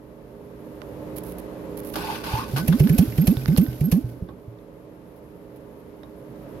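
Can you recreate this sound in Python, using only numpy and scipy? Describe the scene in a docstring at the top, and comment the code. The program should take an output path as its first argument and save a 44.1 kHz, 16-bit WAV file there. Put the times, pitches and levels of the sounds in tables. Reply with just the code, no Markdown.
"""Outdoors in the snow, over a low distant drone, a cold diesel engine is cranked close by.
The starter's teeth rasp and howl through two compressions, then the cylinders fire in a short run:
each firing knocks, rings the block, jangles loose panels and sends a rising whoop down the exhaust.
A dry rubbing part squeals thinly, and the engine runs down in weak puffs without catching.
Small metal ticks and the rustle of a hand come before and after."""
import sys
import numpy as np
from scipy import signal
from scipy.fft import rfft, irfft
from scipy.io import wavfile

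SR = 44100
rng = np.random.default_rng(int(sys.argv[2]) if len(sys.argv) > 2 else 0)


def log_audio(samples):
    """Write samples as a 16-bit WAV file to the path given in sys.argv[1]."""
    # one column per channel
    frames = np.atleast_2d(samples).T
    # limit to full scale, then quantise
    limited = np.clip(frames, -1, 1)
    pcm = np.round(limited * 32767).astype(np.int16)
    wavfile.write(sys.argv[1], SR, pcm)


N = 291060
TIME = np.arange(N) / SR
FREQS = np.fft.rfftfreq(N, 1 / SR)

# Levels in the tables are relative: each layer sets its own trim on top.
# noise colours of the drone, the hiss and the hand: f/Hz, density/dB
DRONE_COLOUR = [(15, -47), (25, -12), (54, -3), (97, -12.5), (124, -7), (203, -9), (273, -8), (301, -14.5),
                (340, -10.5), (404, -8.5), (543, -6.5), (786, -22.5), (889, -17.5), (1380, -27),
                (9000, -51), (11700, -82), (19800, -120)]
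HISS_COLOUR = [(4120, -37), (7000, -22), (8580, -17), (11500, 3.5), (15000, -11.5), (16000, -22)]
RUSTLE_COLOUR = [(2350, -15.5), (4000, -16), (8600, -22.5), (9940, -10), (11700, -2.5), (13300, -10),
                 (15000, -18), (16000, -10)]
# noise colours of metal snaps, valve gear, starter teeth and combustion: f/Hz, density/dB
TICK_COLOUR = [(410, -36), (700, 1.5), (1810, 11.5), (2590, -7), (3610, 9), (4320, -2), (5670, -4.5),
               (8700, -54.5), (12000, -8), (15600, -44), (22000, -120)]
CLATTER_COLOUR = [(350, -40.5), (600, -5), (997, -10), (1510, -6), (1680, -12), (1830, -9), (2040, -9.5),
                  (5050, -11), (8390, -19.5), (11800, -5.5), (12500, -9.5), (13600, -12), (16000, -18.5)]
GEAR_COLOUR = [(290, -42), (500, -19), (688, -16), (893, -6), (1020, -15), (1190, -5), (1300, -21),
               (1480, -9.5), (1930, -23.5), (2500, -19.5), (5020, -20.5), (7420, -33.5), (11800, -22.5),
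               (13600, -25), (16000, -39)]
KNOCK_COLOUR = [(260, -34), (450, -2.5), (694, -5.5), (1070, -28), (1750, -18.5), (2260, -16), (2550, -10),
                (3700, -18.5), (4430, -12.5), (4770, -19.5), (5460, -14.5), (8540, -22), (11300, -5.5),
                (16000, -18)]
# stereo placing of the open air, the starter and the engine: f/Hz, left minus right/dB
AIR_PAN = [(60, -5.5), (110, 1.5), (200, -7), (380, -5), (700, -2.5), (1290, 4.5), (2380, 7), (4400, -6.5),
           (8120, -16), (15000, -13.5)]
GEAR_PAN = [(60, -6.0), (110, -1), (200, -5.0), (380, -1), (700, -7), (1290, 2.5), (2380, 11.5),
            (4400, -4.5), (8120, -8), (15000, -6)]
ENGINE_PAN = [(60, -4.5), (110, -2.5), (200, -5.5), (380, -8), (700, -8), (1290, 2), (2380, 6), (4400, -2),
              (8120, -7), (15000, -6.5)]
# how alike the two ears hear a noise: f/Hz, correlation
EAR_LIKENESS = [(60, 0.86), (200, 0.95), (640, 0.66), (1400, 0), (3000, 0), (15000, 0.048)]
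# fader ride of the outdoor bed: t/s, level/dB
BED_RIDE = [(0, -46.5), (.5, -43.5), (1.08, -37), (1.9, -36.5), (4.4, -46.5), (6.15, -44), (6.56, -39.5)]
# hum lines on one slow pulse, as from a distant idling motor: harmonic number, level/dB
HUM_LINES = [(5, -13.5), (7, -14), (9, -14), (11, -15.5), (12, -7), (16, -7.5), (17, -17.5), (21, -17),
             (23, -19), (34, -27)]
# spells of handling rustle: t/s, level/dB, length/s
RUSTLE_CUES = [(1.158, -38.5, 0.032), (1.232, -44.5, 0.089), (1.382, -42.5, 0.012), (1.768, -40.5, 0.03),
               (1.83, -44.5, 0.17), (4.08, -58, 0.043), (5.158, -59, 0.023), (5.56, -54, .005)]
# dry metal ticks: t/s, level/dB, left minus right/dB, snap t60/s, ring f/Hz, ring against snap/dB
TICK_CUES = [(0.818, -29.5, -23, 0.01, 1060, -7.5), (2.726, -29, 5, 0.08, 1500, -1),
             (2.873, -24, -3, 0.014, 1790, -12), (3.3699, -19.5, -22, 0.0035, 3600, -17),
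             (3.4586, -19, -29, 0.0059, 3680, -30), (3.5643, -19, -17, 0.0076, 4430, -16),
             (3.6642, -35, -11, 0.018, 1480, -22), (4.2875, -50.5, -5, 0.079, 1540, 5),
             (4.587, -51.5, -9, 0.018, 2550, -6), (6.033, -42.5, -9, 0.016, 3760, -4)]
# dull blows to the frame: t/s, level/dB
CLUNK_CUES = [(.8174, -48), (1.961, -27), (2.566, -29.5), (2.728, -33), (4.287, -40.5), (6.034, -45)]
# faint thread of rubbing between the squeals: t/s, level/dB
RUB_RIDE = [(2.78, -58), (3.1, -53), (3.55, -53), (3.67, -43), (3.76, -59), (3.88, -49), (4.0, -57)]
# the chassis shaking: t/s, level/dB
SHAKE_RIDE = [(1.9, -77), (1.97, -35.5), (2.15, -44.5), (2.3, -44), (2.6, -34.5), (3.7, -37), (4.1, -43),
              (4.4, -47.5)]
# clatter as the engine turns, then runs down: t/s, level/dB
CLATTER_RIDE = [(2.48, -48.5), (2.57, -45.5), (3.05, -45.5), (3.6, -50.5), (3.85, -54), (4.12, -61.5),
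                (4.32, -79)]
# the starter spinning lightly between compressions: t/s, level/dB
SPIN_RIDE = [(1.94, -57), (2.2, -51), (2.55, -51), (2.62, -46)]
# the starter labouring through compressions: t/s, length/s, level/dB, howl peak t/s, howl level/dB
GRIND_CUES = [(1.957, .2, -34, 2.097, -31), (2.234, 0.15, -32, 2.394, -28)]
# pinion clashing with the ring gear: t/s, level/dB, length/s
CLASH_CUES = [(1.938, -37.5, 0.0054), (1.955, -33, 0.0053), (2.562, -32, 0.018), (2.581, -38.5, 0.021)]
# resonances of the starter housing and the engine block: f/Hz, width/Hz, level/dB
HOUSING_MODES = [(892, 24, -4.5), (1076, 27, -9), (1496, 32, -5.5), (2630, 440, -17), (3560, 73, -15.5),
                 (4140, 24, -15.5), (4660, 44, -15)]
BLOCK_MODES = [(1187, 57, 7.5), (1480, 58, -11), (1695, 28, 3), (2610, 64, 3), (2920, 40, -9),
               (4440, 220, -1.5), (5380, 83, -9.5)]
# strokes that only push air out: t/s, thump level/dB, ring level/dB, pipe f/Hz, ring t60/s
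PUFF_CUES = [(2.337, -19, -24.5, 116, 0.35), (3.079, -28, -20, 117.2, 0.24), (3.372, -21, -23.5, 130, 0.5),
             (3.684, -23, -24.5, 123.8, 0.57), (4.043, -26.5, -22.5, 120, .36),
             (4.224, -23.5, -22, 175, 0.079), (4.48, -38, -33, 115, 0.36)]
# firing strokes: t/s, level/dB, pipe f/Hz as the valve opens, stroke length/s, knock/dB, squeal/dB
CHUG_CUES = [(2.533, -27, 129.7, 0.13, -52, -65), (2.6856, -17, 157, 0.083, -25.5, -55),
             (2.8032, -15, 139.5, 0.072, -29, -34), (2.899, -17, 148.2, .063, -32.5, -33.5),
             (2.99, -14.5, 166, 0.051, -21, -39), (3.1831, -17, 150, 0.068, -32.5, -37),
             (3.279, -15.5, 169.7, 0.054, -22, -36), (3.484, -18, 147, 0.0696, -35.5, -53),
             (3.582, -15.5, 166.3, .06, -23, -45), (3.812, -20.5, 144.5, 0.086, -39, -37),
             (3.925, -17.5, 166.2, 0.071, -23, -45)]
# envelope of one exhaust stroke: share of the stroke, level/dB
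VALVE_ENVELOPE = [(0, 7.5), (.13, 7), (.3, 5), (.55, 3), (.8, 3), (.92, 0.5), (1.05, -18), (1.3, -12.5),
                  (1.7, -38)]

HARD_KNOCK_DB = -21  # the knock that others are weighed against
GRIND_RISE_S = 0.0053


def amp(db):
    """Decibels to gain."""
    return 10 ** (np.asarray(db) / 20)


def unit(x):
    """Scales a sound so that its mono mix has rms 1."""
    return x / np.sqrt(np.mean(np.atleast_2d(x).mean(0) ** 2) + 1e-20)


def curve(points):
    """A table over frequency, joined on a log axis."""
    hz, value = np.transpose(points)
    return np.interp(np.log(FREQS + 1), np.log(hz + 1), value)


def ride(rows):
    """A fader ride as a gain, silent outside its span."""
    return amp(np.interp(TIME, *np.transpose(rows), left=-200, right=-200))


def pan(db):
    """Left and right gains for a level difference; positive leans left."""
    pair = np.array([amp(np.atleast_1d(db) / 2), amp(-np.atleast_1d(db) / 2)])
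    return pair / pair.mean(0)


def wander(rate_hz):
    """A smooth random modulator of rms 1."""
    lowpass = 1 / (1 + (FREQS / rate_hz) ** 4)
    return unit(irfft(rfft(rng.standard_normal(N)) * lowpass, N))


def ringing(modes):
    """Gain over frequency of resonances given as f/Hz, width/Hz, level/dB."""
    powers = (amp(db) ** 2 / (1 + (2 * (FREQS - hz) / width) ** 2) ** 2 for hz, width, db in modes)
    return np.sqrt(sum(powers))


def noise(gain, placing):
    """Coloured stereo noise, alike at both ears in the bass."""
    left, other = rfft(rng.standard_normal((2, N)))
    likeness = curve(EAR_LIKENESS)
    right = likeness * left + np.sqrt(1 - likeness ** 2) * other
    return unit(irfft(np.array([left, right]) * gain * pan(curve(placing)), N))


def bursts(rows, rise_s, fall_s):
    """Attack, hold and decay envelopes for cues given as t/s, level/dB, length/s."""
    return sum(amp(db) * np.clip((TIME - s) / rise_s, 0, 1)
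               * np.exp(-np.maximum(TIME - s - length, 0) / fall_s) for s, db, length in rows)


def add(mix, s, sound):
    """Mixes a sound in at a time."""
    part = mix[round(s * SR):][:len(sound)]
    part += sound[:len(part)]


def firings(lead_s=0.012, lead_s_per_db=.00022):
    """Time and level of each combustion knock; a harder one comes earlier before the valve opens."""
    return [(s - lead_s - lead_s_per_db * (db - HARD_KNOCK_DB), db) for s, _, _, _, db, _ in CHUG_CUES]


def outdoors(drone_db=-1.3, hiss_db=-26, pulse_hz=25.65, drift=0.00301, waver=.22):
    """The bed: a distant drone with gently wavering hum lines, and a thin hiss that swells with it."""
    turns = pulse_hz * np.cumsum(1 + drift * wander(rate_hz=2.09)) / SR
    hum = np.zeros(N)
    for harmonic, db in HUM_LINES:
        gain = amp(db) * np.sqrt(2) * (1 + waver * wander(rate_hz=2.6))
        hum += gain * np.sin(2 * np.pi * (harmonic * turns + rng.random()))
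    drone = amp(drone_db) * noise(amp(curve(DRONE_COLOUR)), AIR_PAN)
    hiss = noise(amp(curve(HISS_COLOUR)), AIR_PAN) * amp(hiss_db + 1.4 * wander(rate_hz=23))
    swell = amp(np.interp(TIME, *np.transpose(BED_RIDE)))
    return swell * (drone + hiss + pan(-7.0) * hum)


def rustles(trim_db=-2.5, grain_db=5):
    """Crisp little scrapes of a hand, close on the right."""
    grains = unit(amp(grain_db * np.minimum(wander(rate_hz=180), 1.8)))
    friction = noise(amp(curve(RUSTLE_COLOUR)), AIR_PAN) * grains
    return amp(trim_db) * friction * bursts(RUSTLE_CUES, rise_s=0.0016, fall_s=0.01)


def ticks(trim_db=-5, ring_t60=0.06):
    """Loose metal parts snap once and ring briefly at one pitch."""
    centred = [(100, 0), (10000, 0)]
    bright = noise(amp(curve(TICK_COLOUR)), centred)
    out = np.zeros((2, N))
    for s, db, pan_db, snap_t60, hz, ring_db in TICK_CUES:
        age = np.clip(TIME - s, 0, 1)
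        snap = bright * amp(-60 * age / snap_t60) * (age > 0)
        ring = amp(ring_db - 60 * age / ring_t60) * np.sin(2 * np.pi * hz * age)
        out += pan(pan_db) * amp(db + trim_db) * (snap + ring)
    return out


def clunks(trim_db=-4, knock_db=-12, delay_s=0.0075, hold_s=.006):
    """Heavier blows and the combustion knocks shake a dull clunk out of the frame."""
    frame = noise(ringing([(324, 180, 1), (565, 89, -2), (806, 90, -2), (1123, 200, -4)]), ENGINE_PAN)
    blows = list(CLUNK_CUES) + [(s + delay_s, db + knock_db) for s, db in firings()]
    envelope = bursts([(s, db, hold_s) for s, db in blows], rise_s=0.0014, fall_s=0.022)
    return amp(trim_db) * frame * envelope


def steel_chatter(hz, spread_octaves, ring_s, count):
    """A brief chatter on thin steel: a random handful of modes around one pitch."""
    t = np.arange(SR // 12) / SR
    detune, size, phase, late = rng.standard_normal((4, count, 1))
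    age = np.maximum(t - .003 * abs(late), 0)
    mode_hz = np.minimum(hz * 2 ** (spread_octaves * detune), SR / 3)
    modes = amp(2 * size) * np.sin(2 * np.pi * (mode_hz * age + phase))
    envelope = np.minimum(age / 0.0032, 1) * np.exp(-age / ring_s)
    return np.sum(modes * envelope, 0) / np.sqrt(count)


def jangles(trim_db=5, panel_hz=2352, clash_hz=2400, scatter_octaves=.12, rebound_s=.04, rebound_db=-7):
    """Firings, late gear clashes and puffs shake loose panels, differently each time and at each ear."""
    def clatter_db(s):
        """Level of the turning engine: the panels settle as it runs down."""
        return np.interp(s, *np.transpose(CLATTER_RIDE))
    struck = [(s, clatter_db(s) + 15 + .2 * (db - HARD_KNOCK_DB), panel_hz) for s, db in firings()[1:]]
    fallen_back = [(s + rebound_s, db + rebound_db, hz) for s, db, hz in struck]
    clashed = [(s, db + 2, clash_hz) for s, db, _ in CLASH_CUES[2:]]
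    puffed = [(s + rebound_s, clatter_db(s) + 4, panel_hz) for s, *_ in PUFF_CUES]
    out = np.zeros((2, N))
    for s, db, hz in struck + fallen_back + clashed + puffed:
        hz = hz * 2 ** (scatter_octaves * rng.standard_normal())
        for ear in out:
            chatter = steel_chatter(hz, spread_octaves=0.28, ring_s=0.0065, count=10)
            add(ear, s + .002, amp(db + trim_db) * chatter)
    return pan(7.9) * out


def squeal(trim_db=-2, hz=12625, width_hz=150, delay_s=0.028, stroke_share=0.26, lead_s=0.028):
    """A dry rubbing part sings one very high note in snatches, in step with the strokes."""
    note = noise(ringing([(hz, width_hz, 0)]), ENGINE_PAN)
    after_valve = [(s + delay_s, db, stroke_share * stroke) for s, _, _, stroke, _, db in CHUG_CUES]
    # a fainter chirp ahead of the firing, only while the engine turns fastest
    before_firing = [(s - lead_s, db - 5, .011) for s, *_, db in CHUG_CUES[3:9]]
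    snatches = bursts(after_valve + before_firing, rise_s=0.0018, fall_s=0.0056)
    thread = ride(RUB_RIDE) * unit(amp(1.5 * wander(rate_hz=30)))
    return amp(trim_db) * note * (snatches + thread)


def clatter(grain_db=2.0, sing_db=-10.0):
    """Valve gear rattles while the engine turns, the block sings faintly, and the chassis shakes."""
    rattle = noise(amp(curve(CLATTER_COLOUR)), ENGINE_PAN) * unit(amp(grain_db * wander(rate_hz=135)))
    sing = noise(ringing([(1515, 50, 7.0), (4670, 81, -6.0), (5070, 110, -5)]), ENGINE_PAN)
    sing *= unit(amp(3.3 * wander(rate_hz=12)))
    chassis = noise(ringing([(56.7, 38, 6.0), (135, 230, 1.0), (243, 280, 2.0)]), ENGINE_PAN)
    return ride(CLATTER_RIDE) * (rattle + amp(sing_db) * sing) + ride(SHAKE_RIDE) * chassis


def starter_load(swell_db=1.5):
    """The load on the starter sets in quickly, grows through each compression and then lets go."""
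    load = ride(SPIN_RIDE)
    for s, length, db, _, _ in GRIND_CUES:
        progress = np.clip((TIME - s) / length, 0, 1)
        grind = bursts([(s, db, length)], GRIND_RISE_S, fall_s=0.066)
        load = np.maximum(load, amp(swell_db * (progress - 1)) * grind)
    return load


def starter_scrape(trim_db=-0.5, scatter_db=1.8, span_s=(1.96, 2.45), catches=55):
    """Teeth catch at random moments while the starter grinds."""
    out, load = np.zeros((2, N)), starter_load()
    for s, chance in zip(rng.uniform(*span_s, catches), rng.standard_normal(catches)):
        gain = amp(trim_db + scatter_db * chance) * load[int(s * SR)]
        for ear in out:
            add(ear, s, gain * steel_chatter(hz=2700, spread_octaves=0.65, ring_s=0.0063, count=4))
    return pan(3.9) * out


def starter_howl(free_hz=1075, loaded_hz=861, sag_s=0.0295, recover_s=0.027,
                 swell_db_per_s=133, fade_db_per_s=330, jitter=0.0398, rough=0.66, left_lead_s=0.0002):
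    """Meshing teeth sing a rough note that sags under load and recovers past the compression."""
    out, flutter = np.zeros((2, N)), 1 + jitter * wander(rate_hz=170)
    for s, length, _, peak_s, db in GRIND_CUES:
        sag = np.exp(-np.maximum(TIME - s, 0) / sag_s)
        recovery = np.clip((TIME - s - length) / recover_s + .5, 0, 1)
        hz = (loaded_hz + (free_hz - loaded_hz) * (sag + recovery)) * flutter
        turns = np.cumsum(hz) / SR + hz * left_lead_s * np.array([[1], [0]])
        below_peak_db = np.maximum(swell_db_per_s * (peak_s - TIME), fade_db_per_s * (TIME - peak_s))
        attack = np.clip((TIME - s) / GRIND_RISE_S, 0, 1)
        out += amp(db - below_peak_db) * attack * np.sqrt(2) * np.sin(2 * np.pi * turns)
    return pan(-2) * out * (1 + rough * wander(rate_hz=130))


def starter_rasp(rasp_db=-4.5, housing_db=-9, clash_db=1, shaft_hz=36, tooth_hz=130, bite=0.21):
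    """Pinion teeth rasp on the ring gear, throbbing once a turn, and ring the housing."""
    uneven_time = np.cumsum(1 + 0.05 * wander(rate_hz=7.4)) / SR
    throb = 1 + 0.14 * np.sin(2 * np.pi * shaft_hz * uneven_time)
    tooth_phase = tooth_hz * uneven_time % 1
    teeth = unit(1 - bite + bite * 3 * np.exp(-tooth_phase / 0.71))
    load = starter_load() * throb
    clash = amp(clash_db) * bursts(CLASH_CUES, rise_s=0.0012, fall_s=0.0074)
    rasp = noise(amp(curve(GEAR_COLOUR)), GEAR_PAN) * teeth * (amp(rasp_db) * load + clash)
    return rasp + amp(housing_db) * load * noise(ringing(HOUSING_MODES), GEAR_PAN)


def block_ring(trim_db=-18, scatter_db=4, delay_s=0.0064):
    """Each knock sets the modes of the engine block ringing in a new mixture."""
    out, t = np.zeros((2, N)), np.arange(SR // 5) / SR
    attack = np.minimum(t / delay_s, 1)
    for s, db in firings():
        for ear in out:
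            chance = rng.standard_normal((len(BLOCK_MODES), 2))
            modes = sum(amp(mode_db + scatter_db * size) * np.exp(-np.pi * width * t)
                        * np.sin(2 * np.pi * (hz * t + phase))
                        for (hz, width, mode_db), (size, phase) in zip(BLOCK_MODES, chance))
            add(ear, s + delay_s, amp(db + trim_db) * modes * attack)
    return out


def knocks(trim_db=-5.0, treble_db=1.0, split_hz=8000, rise_s=0.006, hold_s=0.0077, linger_s=0.0024,
           grain_db=2.0, tail_db=-10.5):
    """Each firing cracks, collapses and leaves a weaker tail; the mids linger longer than the treble."""
    crack = noise(amp(curve(KNOCK_COLOUR)), ENGINE_PAN) * unit(amp(grain_db * wander(rate_hz=500)))
    highpass = 1 / (1 + (split_hz / (FREQS + 1)) ** 8)
    treble = irfft(rfft(crack) * highpass, N)
    out = np.zeros((2, N))
    for band, length in ((crack - treble, hold_s + linger_s), (amp(treble_db) * treble, hold_s)):
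        cues = [(s, db, length) for s, db in firings()]
        hit = bursts(cues, rise_s, fall_s=0.0046)
        tail = amp(tail_db) * bursts(cues, rise_s, fall_s=0.033)
        out += band * (hit + tail)
    return amp(trim_db) * out


def thump(t, centre_s, width_s):
    """A slug of gas leaves the pipe: a push, then a suck."""
    u = (t - centre_s) / width_s
    return -u * np.exp((1 - u ** 2) / 2)


def puffs():
    """Unfired strokes thump, and the pipe rings at its own low pitch."""
    out = np.zeros(N)
    for s, thump_db, ring_db, hz, t60 in PUFF_CUES:
        age = np.maximum(TIME - s, 0)
        out += amp(thump_db) * thump(TIME - s, centre_s=0.0044, width_s=0.0022)
        out += amp(ring_db - 60 * age / t60) * np.sin(2 * np.pi * hz * age)
    return out


def chugs(closed_hz=288, heat=0.63, bend=2.446, piston_top=1.12, octave_db=-31,
          overtone_hz=385, overtone_t60=0.17, sweet_spot_hz=138.5, rush_db=-25.0, rough=0.06):
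    """Cylinder and pipe ring together; the rising piston shrinks the volume, so the pitch whoops up."""
    out, flow, preroll_s = np.zeros(N), np.zeros(N), .01
    t = np.arange(SR // 4) / SR - preroll_s
    age = np.maximum(t - .0006, 0)
    usual_hz = np.mean([row[2] for row in CHUG_CUES])
    for s, db, open_hz, stroke_s, knock_db, _ in CHUG_CUES:
        progress = age / stroke_s
        piston = np.maximum(piston_top - abs(progress - piston_top), 0)  # rises, then sinks again
        shut_hz = closed_hz * (open_hz / usual_hz) ** heat  # hotter gas lifts the whole sweep
        sweep_hz = open_hz + (shut_hz - open_hz) * piston ** bend
        turns = np.cumsum(sweep_hz * (age > 0)) / SR
        valve_db = np.interp(progress, *np.transpose(VALVE_ENVELOPE), right=-100)
        opening = amp(valve_db) * np.minimum(age / 0.002, 1)
        whoop = opening * (np.sin(2 * np.pi * turns) + amp(octave_db) * np.sin(4 * np.pi * turns))
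        # the pipe overtone answers best to strokes that open near one pitch
        overtone_db = -5.5 - 0.8 * abs(open_hz - sweet_spot_hz)
        overtone = amp(overtone_db - 60 * age / overtone_t60) * np.sin(2 * np.pi * overtone_hz * age)
        thump_db = max(1.5 + 0.7 * (knock_db - HARD_KNOCK_DB), -5)  # harder knock, stronger thump
        punch = amp(thump_db) * thump(t, centre_s=0.0032, width_s=0.0032)
        add(out, s - preroll_s, amp(db) * (whoop + overtone + punch))
        add(flow, s - preroll_s, amp(db) * opening * np.exp(-progress))
    rush_colour = ringing([(328, 100, 0.0), (540, 180, -13.0), (800, 200, -15.5)])
    rush = noise(rush_colour, ENGINE_PAN).mean(0)  # gas tumbling past the valve
    return out * (1 + rough * wander(rate_hz=92)) + amp(rush_db) * flow * rush


def exhaust(left_lead_s=0.00022):
    """Fired and unfired strokes leave the pipe and reach the left ear first."""
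    arrival = np.exp(1j * np.pi * FREQS * left_lead_s * np.array([[1], [-1]]))
    return irfft(rfft(chugs() + puffs()) * pan(curve(ENGINE_PAN)) * arrival, N)


def scene():
    """The mix: engine, loose parts and starter up front, the outdoor bed behind."""
    engine = exhaust() + knocks() + block_ring() + clatter() + squeal()
    loose_parts = ticks() + jangles() + clunks()
    starter = starter_rasp() + starter_howl() + starter_scrape()
    return engine + loose_parts + starter + rustles() + outdoors()


def record(dry, low_cut_hz=49, high_cut_hz=15900):
    """Rolls off the deep bass and cuts the very top."""
    thinned = irfft(rfft(dry) / np.sqrt(1 + (low_cut_hz / (FREQS + 1)) ** 8), N)
    lowpass = signal.firwin(511, high_cut_hz, window=("kaiser", 9), fs=SR)
    return signal.oaconvolve(thinned, lowpass[None], "same")


dry = scene()
out = record(dry)
log_audio(out)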